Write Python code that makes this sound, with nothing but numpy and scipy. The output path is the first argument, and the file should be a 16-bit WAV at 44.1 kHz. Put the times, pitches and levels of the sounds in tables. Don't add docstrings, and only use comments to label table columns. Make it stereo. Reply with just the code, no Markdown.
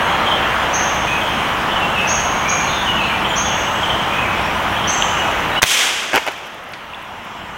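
import sys
import numpy as np
from scipy import signal
from scipy.fft import rfft, irfft, next_fast_len
from scipy.io import wavfile
from scipy.ndimage import uniform_filter1d, map_coordinates

SR = 44100
rng = np.random.default_rng(int(sys.argv[2]) if len(sys.argv) > 2 else 0)


def inscribe(sig):
    pcm = np.round(np.clip(np.atleast_2d(sig).T, -1, 1) * 32767)
    wavfile.write(sys.argv[1], SR, pcm.astype(np.int16))


N = 333837


def amp(db):
    return 10 ** (np.asarray(db) / 20)


def unit(x):
    return x / np.sqrt(np.mean(x ** 2) + 1e-20)


def along(points, hz):
    freqs_hz, values = np.transpose(points)
    return np.interp(np.log(hz + 1), np.log(freqs_hz + 1), values)


def clock(length_s):
    return np.arange(int(length_s * SR)) / SR


def add(track, start_s, sound):
    span = track[round(start_s * SR):][:len(sound)]
    span += sound[:len(span)]


def wobble(rate_hz):
    return map_coordinates(rng.standard_normal(1024), [np.arange(N) * rate_hz / SR], mode="wrap")


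def filtered(x, response):
    size = x.shape[-1]
    padded = next_fast_len(size + 8192)
    gain = response(np.fft.rfftfreq(padded, 1 / SR))
    return irfft(rfft(x, padded) * gain, padded)[..., :size]


def noise(spectrum, size):
    return unit(filtered(rng.standard_normal(size), lambda hz: amp(along(spectrum, hz))))


def band(centre_hz, width_oct, size):
    bell = lambda hz: np.exp(-0.5 * (np.log2((hz + 1) / centre_hz) / width_oct) ** 2)
    return unit(filtered(rng.standard_normal(size), bell))


def burst(x, t60_s, rise_s=0.00042):
    t = np.arange(len(x)) / SR
    envelope = amp(-60 * t / t60_s) * (1 - np.exp(-(t / rise_s) ** 2))
    return unit(x * envelope) * np.sqrt(np.mean(envelope ** 2))


def fading(x, envelope):
    hz, t, spectra = signal.stft(x, SR, nperseg=256)
    return signal.istft(spectra * envelope(hz[:, None], t), SR, nperseg=256)[1]


def eddies(x, depth_db):
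    spectra = signal.stft(x, nperseg=512)[2]
    patches = uniform_filter1d(rng.standard_normal(spectra.shape), size=6, axis=0)
    patches = uniform_filter1d(patches, size=12, axis=1)
    return unit(signal.istft(spectra * amp(depth_db * unit(patches)), nperseg=512)[1][:N])


# time_s, level_db
ROAR_LEVEL = [(0.03, -18), (0.18, -17.5), (1.31, -19.5), (2.44, -19.5), (2.73, -20.5), (5.35, -19.5),
              (5.5, -20)]
RUMBLE_LEVEL = [(0, -30), (2.9, -29), (5.5, -29.5), (6.2, -34.5), (7.5, -28.5)]
# freq_hz, density_db
ROAR_SPECTRUM = [(150, -25), (250, -10), (440, -7.5), (700, -1.5), (930, 0.5), (1400, -2.5), (2000, -7.5),
                 (3000, -15.5), (4000, -22), (8000, -73)]
HISS_SPECTRUM = [(1200, -26), (2200, -3), (3000, 2), (3450, -4.5), (3900, -19), (4700, -18), (5500, -15.5),
                 (6300, -15.5), (7300, -21), (10000, -25.5), (16000, -26.5)]
RUMBLE_SPECTRUM = [(12, -39), (20, -10), (60, 0.5), (123, -0.5), (214, 2), (278, -8.5), (319, -2.5),
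                   (400, -18), (520, -27), (880, -120)]

def creek(hum_hz=63.2):
    t = np.arange(N) / SR
    roar_db = np.interp(t, *np.transpose(ROAR_LEVEL)) + 0.64 + 0.14 * wobble(7)
    roar = amp(roar_db) * eddies(noise(ROAR_SPECTRUM, N), depth_db=0.81)
    hiss = amp(-27.5 + 0.34 * wobble(4.99)) * eddies(noise(HISS_SPECTRUM, N), depth_db=1.87)
    hum = amp(-11 + wobble(2.6)) * np.sin(2 * np.pi * hum_hz * t + 0.62 * wobble(3.7))
    rumble_db = np.interp(t, *np.transpose(RUMBLE_LEVEL))
    rumble = amp(rumble_db) * (noise(RUMBLE_SPECTRUM, N) + hum)
    return roar + hiss + rumble


def camera_whine(pitch_hz=15734, level_db=-57):
    return amp(level_db) * np.sin(2 * np.pi * pitch_hz * np.arange(N) / SR)


# freq_hz, t60_s
WOOD_DECAY = [(300, 1.2), (3000, 1.14), (6500, 1.22), (12000, 0.95)]

def scattered(sound, wet_db, decay=WOOD_DECAY):
    tail = fading(rng.standard_normal(SR), lambda hz, t: amp(-60 * t / along(decay, hz)))
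    path = amp(wet_db) * tail / np.linalg.norm(tail)
    path[0] += 1
    return signal.fftconvolve(sound, path / np.linalg.norm(path))


def slide(held_hz, offset_oct, length_s, settle_share=0.27):
    return held_hz * 2 ** (offset_oct * np.exp(-clock(length_s) / (settle_share * length_s)))


def bird_note(pitch_hz, waver=0.012, skew=0.69):
    size = len(pitch_hz)
    shake = signal.resample(rng.standard_normal(130), SR)[:size]
    phase = 2 * np.pi * np.cumsum(pitch_hz * (1 + waver * shake)) / SR
    envelope = np.sqrt(np.sin(np.pi * (np.arange(size) / size) ** skew))
    return unit(envelope * np.sin(phase))


# start_s, length_s, held_hz, offset_oct, level_db
WHISTLES = [(.04, 0.22, 4110, 0, -42), (0.084, 0.043, 3306, -0.144, -24.5),
            (1.07, 0.088, 2550, -0.074, -20.5), (1.797, 0.067, 2805, -0.072, -23),
            (1.927, 0.1003, 2534, 0.25, -19), (2.424, 0.111, 2408, -.15, -21), (3.285, 0.053, 6960, 0, -38),
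            (3.43, 0.055, 3430, -0.072, -26.5), (3.524, 0.4, 7800, -0.051, -49),
            (3.602, 0.033, 2814, .15, -21.5), (4.098, 0.128, 2542, -.08, -23.5),
            (4.24, 0.033, 2264, .1, -24.5), (4.89, 0.19, 7060, 0.21, -34.5),
            (5.16, 0.051, 2890, -0.028, -24), (5.216, .045, 2510, 0.125, -29),
            (5.515, 0.04, 3870, -0.079, -32), (5.557, 0.048, 2986, -.12, -17.5),
            (7.17, 0.27, 7400, -.03, -50)]

def whistles():
    out = np.zeros(N)
    for start_s, length_s, held_hz, offset_oct, level_db in WHISTLES:
        whistle = bird_note(slide(held_hz, offset_oct, length_s))
        add(out, start_s, amp(level_db) * scattered(whistle, wet_db=5))
    return out


# start_s, spacing_s, pitch_hz, level_db
CHIRRUPS = [(.262, .049, 3070, -18), (1.211, 0.053, 3120, -23), (1.714, 0.047, 2917, -21),
            (3.245, 0.057, 3100, -20.5), (3.83, 0.063, 3065, -19), (4.762, 0.077, 3105, -20.5)]

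def chirrups(chip_s=0.0231, dip=0.114, rasp_db=-5):
    out = np.zeros(N)
    progress = clock(chip_s) / chip_s
    contour = 1 + dip * (2 * progress - 1) ** 2
    for start_s, spacing_s, pitch_hz, level_db in CHIRRUPS:
        for onset_s in start_s, start_s + spacing_s:
            rasp = amp(rasp_db) * np.sin(np.pi * progress) * band(3300, 0.094, len(progress))
            chip = bird_note(pitch_hz * contour) + rasp
            add(out, onset_s, amp(level_db) * scattered(chip, wet_db=0.5))
    return out


def through_leaves(call, t60_s):
    blurred = signal.fftconvolve(call, burst(rng.standard_normal(SR // 8), t60_s))
    return blurred * np.linalg.norm(call) / np.linalg.norm(blurred)


# start_s, top_hz, level_db
PEEPS = [(0.727, 6527, -18.5), (2.069, 6630, -17.5), (2.476, 6640, -18.5), (3.355, 6565, -19),
         (4.868, 6436, -18.5)]

def peeps(length_s=0.0363, sweep=0.1385):
    out = np.zeros(N)
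    progress = clock(length_s) / length_s
    size = len(progress)
    envelope = np.sin(np.pi * progress) ** 0.53
    for start_s, top_hz, level_db in PEEPS:
        pitch_hz = top_hz * (1 - sweep * (1 - progress) ** 3)
        tone = np.sqrt(2) * np.sin(2 * np.pi * np.cumsum(pitch_hz) / SR)
        rasp = amp(-16) * band(4300, 0.35, size) + amp(-32) * band(9600, 0.04, size)
        hiss = amp(-10) * band(5940, 0.1, size)
        for part in tone, rasp, hiss:
            call = through_leaves(amp(level_db + 3) * envelope * part, t60_s=0.14)
            add(out, start_s, scattered(call, wet_db=4.5))
    return out


# start_s, length_s, centre_hz, level_db
BUZZES = [(2.676, 0.074, 3500, -23.5), (2.983, .12, 4040, -35)]

def falling_song(start_s=2.64, step_s=0.11, top_hz=4070, floor_hz=1786, fall_s=0.3,
                 crest_s=0.25, swell_db_per_s=79, fade_db_per_s=49):
    out = np.zeros(N)
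    for t in step_s * np.arange(5):
        held_hz = floor_hz + (top_hz - floor_hz) * np.exp(-t / fall_s)
        level_db = -16.5 - max(swell_db_per_s * (crest_s - t), fade_db_per_s * (t - crest_s))
        slur_hz = slide(held_hz, offset_oct=0.145, length_s=0.088)
        add(out, start_s + t, amp(level_db) * bird_note(slur_hz, waver=0.0175))
    for onset_s, length_s, centre_hz, level_db in BUZZES:
        envelope = np.sqrt(np.hanning(len(clock(length_s))))
        add(out, onset_s, amp(level_db) * envelope * band(centre_hz, 0.09, len(envelope)))
    return scattered(out, wet_db=3)[:N]


# start_s, level_db, t60_s, centre_hz, width_oct
TICKS = [(5.0231, 1, 0.0091, 3060, 0.14), (6.734, -10.5, 0.055, 2200, 0.8), (6.934, -11, 0.033, 2640, 0.13),
         (6.944, -12, 0.033, 3420, .07)]

def ticks():
    out = np.zeros(N)
    for start_s, level_db, t60_s, centre_hz, width_oct in TICKS:
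        add(out, start_s, amp(level_db) * burst(band(centre_hz, width_oct, SR // 8), t60_s))
    return scattered(out, wet_db=-6.5)[:N]


# start_s, level_db, t60_s, centre_hz, width_oct, treble_db
SHOT_BURSTS = [(5.6175, 6.5, 0.039, 1210, 0.53, -20), (5.621, 6.5, 0.029, 4520, 0.84, -7),
               (5.625, 6.5, .035, 5850, .15, -17.5), (5.6293, 26.5, 0.011, 1510, 0.96, -11),
               (5.6372, 20.5, 0.0075, 1100, 1.3, -18)]
# start_s, level_db, pitch_hz, tau_s
BOTTLE_PUSHES = [(5.6295, 24, 420, 0.00076), (5.6375, 14.5, 610, 0.00076), (5.638, 3, 150, 0.0036)]

def rifle_shot():
    out, size = np.zeros(N), SR // 8
    for start_s, level_db, t60_s, centre_hz, width_oct, treble_db in SHOT_BURSTS:
        blast = band(centre_hz, width_oct, size) + amp(treble_db) * band(10000, 0.72, size)
        add(out, start_s, amp(level_db) * burst(blast, t60_s))
    t = clock(0.1)
    for start_s, level_db, pitch_hz, tau_s in BOTTLE_PUSHES:
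        add(out, start_s, amp(level_db) * np.sin(2 * np.pi * pitch_hz * t) * np.exp(-t / tau_s))
    return scattered(out, wet_db=-10, decay=[(300, 0.078), (6000, 0.28)])[:N]


ECHO_SPECTRUM = [(88, -59), (150, -23), (249, -17), (315, -17.5), (354, -11), (555, -12.5), (649, -10),
                 (854, -9.5), (923, -9.5), (3290, 2), (4240, -10.5), (6140, -4.5), (16000, -24.5)]
ECHO_SWELL = [(600, 0.3), (1500, 0.17), (2800, 0.072), (6000, 0.046), (12000, 0.037)]  # freq_hz, build_up_s
ECHO_DECAY = [(600, 2), (2500, 1.6), (6000, 1.32), (12000, 0.95)]  # freq_hz, t60_s

def forest_echo(start_s=5.656, level_db=-8, grain_db=0.8):
    def envelope(hz, t):
        build_up_s = along(ECHO_SWELL, hz)
        swell = 1 - np.exp(-(t / build_up_s) ** 0.67)
        return swell * amp(-60 * (t - build_up_s) / along(ECHO_DECAY, hz))

    out, size = np.zeros(N), 2 * SR
    trunks = amp(grain_db * wobble(117.6)[:size]) * noise(ECHO_SPECTRUM, size)
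    tail = fading(trunks, envelope)
    t = np.arange(len(tail)) / SR
    far_bank_db = 2 * np.exp(-((t - 0.18) / 0.038) ** 2)
    add(out, start_s, amp(level_db) * unit(tail * amp(far_bank_db)))
    return out


# start_s, level_db
DRIPS = [(6.32, -20), (6.639, -25), (7.026, -27), (7.249, -27)]

def spray(start_s=5.98, count=26, mean_wait_s=0.3):
    out = np.zeros(N)
    patter = [(start_s + mean_wait_s * wait, -28 + 3 * min(weight, 2))
              for wait, weight in rng.exponential(size=(count, 2))]
    for onset_s, level_db in DRIPS + patter:
        add(out, onset_s, amp(level_db) * burst(band(11400, 0.3, SR // 32), t60_s=0.011))
    return out


# start_s, rattle_s, level_db
LANDINGS = [(6.1313, .05, 9), (6.2653, .022, 3.5)]
# freq_hz, density_db
KNOCK_SPECTRUM = [(60, -60), (140, -29), (230, -17), (310, -1), (500, -2.5), (850, 3.5), (1200, -7),
                  (1450, 3), (1900, -6.5), (2200, 0.5), (3050, -6.5), (3700, -19.5), (6300, -20),
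                  (8000, -29), (12000, -60)]

def bottle_tumble(spacing_s=0.0089, jitter_s=0.0005, buckle_s=6.158, buckle_width_s=0.004):
    out, size = np.zeros(N), SR // 8
    for start_s, rattle_s, level_db in LANDINGS:
        for t in np.arange(0, rattle_s, spacing_s):
            lateness, crispness = rng.standard_normal(2)
            buckle_db = 6.5 * np.exp(-((start_s + t - buckle_s) / buckle_width_s) ** 2)
            crackle_db = -17 + 3 * crispness + buckle_db
            knock = burst(noise(KNOCK_SPECTRUM, size), t60_s=0.035)
            crackle = amp(crackle_db) * burst(band(8000, 1.0, size), t60_s=0.016)
            contact_db = level_db - 2.5 * (t == 0)
            add(out, start_s + t + jitter_s * lateness, amp(contact_db) * (knock + crackle))
    return scattered(out, wet_db=-11.5, decay=[(300, 0.26), (6000, 0.94)])[:N]


def scene():
    shot = rifle_shot()
    birds = peeps() + chirrups() + whistles() + falling_song()
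    middle = creek() + birds + shot + forest_echo() + bottle_tumble() + spray() + ticks() + camera_whine()
    side = amp(-56) * band(11900, 0.37, N)
    return np.array([middle + side, middle - side])


def gain_control(x, limit_db=1, deepest_db=-18, recovery_db_per_s=2.02, lookahead_s=0.028):
    t = np.arange(N) / SR
    power = np.abs(uniform_filter1d(x.mean(0) ** 2, size=220))
    needed_db = np.clip(limit_db - 10 * np.log10(power + 1e-12), deepest_db, 0)
    recovery_db = recovery_db_per_s * t
    held_db = np.minimum.accumulate(needed_db - recovery_db) + recovery_db
    return x * amp(np.interp(t + lookahead_s, t, held_db))


def record(dry):
    clipped = np.clip(gain_control(dry), -0.95, 0.95)
    return filtered(clipped, lambda hz: hz < 15950)


dry = scene()
out = record(dry)
inscribe(out)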